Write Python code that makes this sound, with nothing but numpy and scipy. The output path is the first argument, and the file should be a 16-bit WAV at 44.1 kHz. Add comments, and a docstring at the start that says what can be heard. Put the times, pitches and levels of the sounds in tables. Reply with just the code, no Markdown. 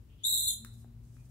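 """In a netted outdoor enclosure a fruit bat gives one harsh screech: harmonics of a shrill pitch that rises to
a ceiling, flutters irregularly below it and sags at the end, shaped by throat resonances and hiss.
Dense decaying reflections smear it and leave a faint tail. Light taps are noise bursts driving resonances;
faint rustles and far calls are soft swells of band-limited noise. Beneath lie broadband rumble, thin wide
hiss and a distant engine, two low harmonics that slowly rise in pitch."""
import sys
import numpy as np
from scipy import signal
from scipy.fft import rfft, irfft
from scipy.io import wavfile
from scipy.ndimage import uniform_filter1d, map_coordinates

SR = 44100
rng = np.random.default_rng(int(sys.argv[2]) if len(sys.argv) > 2 else 0)


def dump(signal):
    """Clip the signal to [-1, 1] and save it as 16-bit WAV at the path in sys.argv[1]."""
    limited = np.clip(np.atleast_2d(signal).T, -1, 1)
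    pcm = np.round(limited * 32767).astype(np.int16)
    wavfile.write(sys.argv[1], SR, pcm)


N = 57330  # samples


def undb(db):
    """Amplitude ratio: 20 dB is a factor of ten."""
    return 10 ** (np.asarray(db) / 20)


def unit(x):
    """Normalization of mean power: scale to rms 1."""
    return x / np.sqrt(np.mean(x ** 2))


def curves(table):
    """Linear interpolation in time: one curve for each column after the first."""
    rows = np.array(table, float)
    t = np.arange(N) / SR
    return [np.interp(t, rows[:, 0], column) for column in rows.T[1:]]


def colour(x, points, scale=1):
    """Spectral shaping: multiply the spectrum by gains joined between (hz, db) points on a log axis."""
    point_hz, point_db = np.array(points, float).T
    hz = np.maximum(np.arange(N + 1) * SR / (2 * N), 1)
    gain_db = scale * np.interp(np.log(hz), np.log(point_hz), point_db)
    return irfft(rfft(x, 2 * N) * undb(gain_db))[..., :N]


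def resonate(x, hz, width_hz):
    """Second-order resonance in cascade: applied twice, it gives a narrower peak with steeper skirts."""
    b, a = signal.iirpeak(min(hz, SR / 3), hz / width_hz, fs=SR)
    once = signal.lfilter(b, a, x)
    return signal.lfilter(b, a, once)


def wander(rate):
    """Smooth random modulation: spread near 1, about `rate` new values a second."""
    position = np.arange(N) / SR * rate + 2
    return map_coordinates(rng.standard_normal(4096), [position], order=2, mode="mirror")


def pan(db):
    """Interaural level difference: left and right gains, positive db toward the left."""
    return undb(np.array([[db], [-db]]) / 2)


def background():
    """Diffuse-field noise: the lows are alike in both ears, the highs spread wide."""
    # rumble and hiss spectrum: hz, relative_db
    spectrum_points = [(15, -54), (25, -29), (50, 3), (86, -5.5), (119, -5), (188, -16), (233, -17),
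                       (421, -28.5), (469, -32), (567, -34), (1850, -45), (2700, -46), (4260, -48.5),
                       (8580, -50.5), (15500, -48.5)]
    # side signal against mid: hz, side_db
    width_points = [(60, -27), (150, -13), (350, -6), (1000, -2.5), (10000, 0)]
    level_db = -54.5
    mid, side = unit(colour(rng.standard_normal((2, N)), spectrum_points))
    return undb(level_db) * (mid + np.array([[1], [-1]]) * colour(side, width_points))


def engine(drift=0.013):
    """Periodic firing as a harmonic series: two low partials with random pitch drift and level waver."""
    # distant engine: start_s, firing_hz, first_harmonic_db, second_harmonic_db
    engine_table = [(0, 100.7, -61.5, -96), (.25, 103.8, -65, -114), (.35, 104.4, -58.5, -69),
                    (.5, 108.2, -57.5, -72.5), (.65, 113.3, -58, -54.5), (.74, 114.2, -50.5, -68.5),
                    (.85, 116.3, -54.5, -58), (.97, 115.9, -53, -65), (1.08, 119.1, -56.5, -67.5),
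                    (1.3, 126.1, -52.5, -83)]
    waver_db = 2
    hz, first_db, second_db = curves(engine_table)
    phase = 2 * np.pi * np.cumsum(hz * (1 + drift * wander(25))) / SR
    total = 0
    for number, db in enumerate((first_db, second_db), start=1):
        total = total + undb(db + waver_db * wander(25)) * np.sin(number * phase)
    return np.sqrt(2) * total  # a sine's rms is its peak over sqrt(2)


def faint_swells(flicker_db=2):
    """Band-limited noise under slow envelopes: faint rustles and far calls with a flickering level."""
    # faint rustles and far calls: start_s, length_s, level_db, centre_hz, width_hz
    swell_table = [(0.077, 0.084, -71.5, 2860, 880), (0.17, 0.36, -71, 3170, 900),
                   (.25, 0.027, -68, 1310, 920), (0.716, 0.11, -69, 9100, 8100),
                   (1.018, 0.48, -74.5, 7530, 7380), (1.157, 0.066, -76, 2459, 201)]
    attack_s, release_s = 0.028, 0.14
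    t = np.arange(N) / SR
    out = 0
    for start, length, db, hz, width_hz in swell_table:
        rise = np.clip((t - start) / attack_s, 0, 1)
        fall = np.clip((start + length - t) / release_s + .5, 0, 1)  # the fade is centred on the end
        level = undb(db + flicker_db * wander(43))
        noise = unit(resonate(rng.standard_normal((2, N)), hz, width_hz))
        out = out + rise * fall * level * noise
    return out


def reflections(x, t60_s):
    """Reverberation as convolution with exponentially decaying noise, independent at each ear."""
    delay_s = 0.0017  # silent for this long, then fading in over as long again
    t = np.arange(N) / SR
    decay = np.exp(-np.log(1000) * t / t60_s)  # 60 dB down at t60_s
    echo = rng.standard_normal((2, N)) * decay * np.clip(t / delay_s - 1, 0, 1)
    return signal.fftconvolve(x[None], unit(echo) / np.sqrt(N), axes=1)[:, :N]


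def enclosure(x, room_db):
    """Superposition of direct sound, quick reflections off near surfaces and a longer coloured tail."""
    # spectrum of the tail: hz, relative_db
    tail_points = [(1000, -10), (3400, -10.5), (3850, -2), (4150, -4), (4450, -13), (8000, -8.5),
                   (12000, -15), (16000, -18)]
    left_lead_s, direct_pan_db = 0.000069, 5.5
    near_db, near_t60_s = 3.5, 0.24
    tail_db, tail_t60_s = -5, 0.63  # tail level before its colouring
    left = map_coordinates(x, [np.arange(N) + left_lead_s * SR], order=3)
    direct = np.array([left, x]) * pan(direct_pan_db)
    near = undb(near_db) * reflections(x, near_t60_s)
    tail = undb(tail_db) * colour(reflections(x, tail_t60_s), tail_points)
    return direct + undb(room_db) * (near + tail)


def bat(level_db=-5, room_db=0):
    """Source-filter voice: frequency-modulated harmonics and hiss pass through the throat's resonances."""
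    # the screech: start_s, pitch_hz, relative_db, flutter_limit_hz
    screech_table = [(.233, 3270, -44.5, 19.8), (.243, 3599, -24.5, 40), (.256, 3836, -25, 105),
                     (.278, 3614, -28.5, 162), (.302, 4040, -27, 167), (.332, 3872, -25.5, 190),
                     (.36, 4008, -32, 210), (.38, 3778, -29, 340), (.416, 3915, -31.5, 380),
                     (.442, 3730, -30.5, 280), (.484, 3886, -31, 350), (.508, 3496, -36, 296.2),
                     (.565, 3488, -56, 280)]
    # harmonics 1 to 4: relative_db, closed_db (added while the mouth is closed)
    harmonic_table = [(-2, 0.5), (-3.5, -4), (-0.5, -17.5), (-13.5, -42.5)]
    # breath hiss spectrum: hz, relative_db
    hiss_points = [(2000, -37), (3400, -24), (5000, -15), (6700, 8), (9000, 7), (12500, -10.5),
                   (15500, -19)]
    # throat and mouth response, with a deep notch above the fundamental: hz, gain_db
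    throat_points = [(2400, -32.5), (3050, -12.5), (3450, -4), (4130, 4), (4400, -29), (5700, -19),
                     (6400, -3.5), (7000, 2), (9000, -2), (10300, 0.5), (11500, -7), (14000, 3),
                     (15800, -7)]
    # left minus right: hz, difference_db
    lean_points = [(3500, 1.5), (4100, -1), (7000, 5.5), (8200, -15), (10500, -1.5), (12300, -8),
                   (15500, -1)]
    ceiling_hz, flutter_per_s, jitter_hz, jitter_per_s = 4033, 150, 50, 1100
    flutter_snap = 1.1  # how hard the pitch flips between its high and low states
    rasp_db, rasp_per_s = 3, 380
    throb_db, throb_per_s = 1.34, 94  # slower lurches of effort under the rasp
    opens_s, open_s = 0.2354, 0.27  # the mouth starts to open, and is fully open
    onset_s, release_s, hiss_db = .003, .015, -15.5
    t = np.arange(N) / SR
    hz, db, flutter_hz = (uniform_filter1d(c, size=200) for c in curves(screech_table))
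    hz = hz + flutter_hz * np.tanh(flutter_snap * wander(flutter_per_s))
    hz = np.minimum(hz, ceiling_hz) + jitter_hz * wander(jitter_per_s)  # jitter rides on the ceiling too
    phase = 2 * np.pi * np.cumsum(hz) / SR

    closed = np.clip((open_s - t) / (open_s - opens_s), 0, 1)
    voice = 0
    for number, (harmonic_db, closed_db) in enumerate(harmonic_table, start=1):
        voice = voice + undb(harmonic_db + closed * closed_db) * np.sin(number * phase)
    hiss = undb(hiss_db) * (1 - closed) * unit(colour(rng.standard_normal(N), hiss_points))

    onset = np.clip((t - screech_table[0][0]) / onset_s, 0, 1)
    release = np.clip(1 - (t - screech_table[-1][0]) / release_s, 0, 1)
    uneven_db = rasp_db * wander(rasp_per_s) + throb_db * wander(throb_per_s)
    source = (voice + hiss) * onset * release * undb(level_db + db + uneven_db)
    left, right = enclosure(colour(source, throat_points), room_db)
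    return np.array([colour(left, lean_points, .5), colour(right, lean_points, -.5)])


def taps():
    """Impulse excitation, perhaps claws on the netting: a brief burst drives a resonance, click and thud."""
    # light taps: start_s, level_db, resonance_hz, width_hz, click_db, thud_db (last two relative)
    tap_table = [(0.6482, -47, 1540, 1120, 5.5, -10.5), (.844, -54.5, 706, 330, -18.5, 3),
                 (1.167, -61.5, 1420, 1084, -18, -19)]
    # colour of the click: hz, relative_db
    click_points = [(1000, -15), (9000, 1), (15000, -9)]
    thud_hz, thud_width_hz = 341.3, 205
    decay_s, room_db = 0.00049, -6.5
    t = np.arange(N) / SR
    out = np.zeros(N)
    for start, db, hz, width_hz, click_db, thud_db in tap_table:
        burst = rng.standard_normal(N) * (t >= start) * np.exp(-np.abs(t - start) / decay_s)
        knock = unit(resonate(burst, hz, width_hz))
        click = undb(click_db) * unit(colour(burst, click_points))
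        thud = undb(thud_db) * unit(resonate(burst, thud_hz, thud_width_hz))
        out += undb(db) * (knock + click + thud)
    # unit() averages over the whole scene: rescale to the burst's short length
    return enclosure(out * np.sqrt(2 * decay_s * SR / N), room_db)


def scene():
    """Linear superposition: the bat and small noises add to a background leaning left."""
    distant = pan(3) * (engine() + background())  # dB toward the left
    return distant + faint_swells() + bat() + taps()


def record(dry):
    """Band limiting: the recorder cuts the top with a steep elliptic low-pass."""
    top_hz, ripple_db, stop_db = 15700, .1, 80
    low_pass = signal.ellip(12, ripple_db, stop_db, top_hz, fs=SR, output="sos")
    return signal.sosfilt(low_pass, dry)


dry = scene()
out = record(dry)
dump(out)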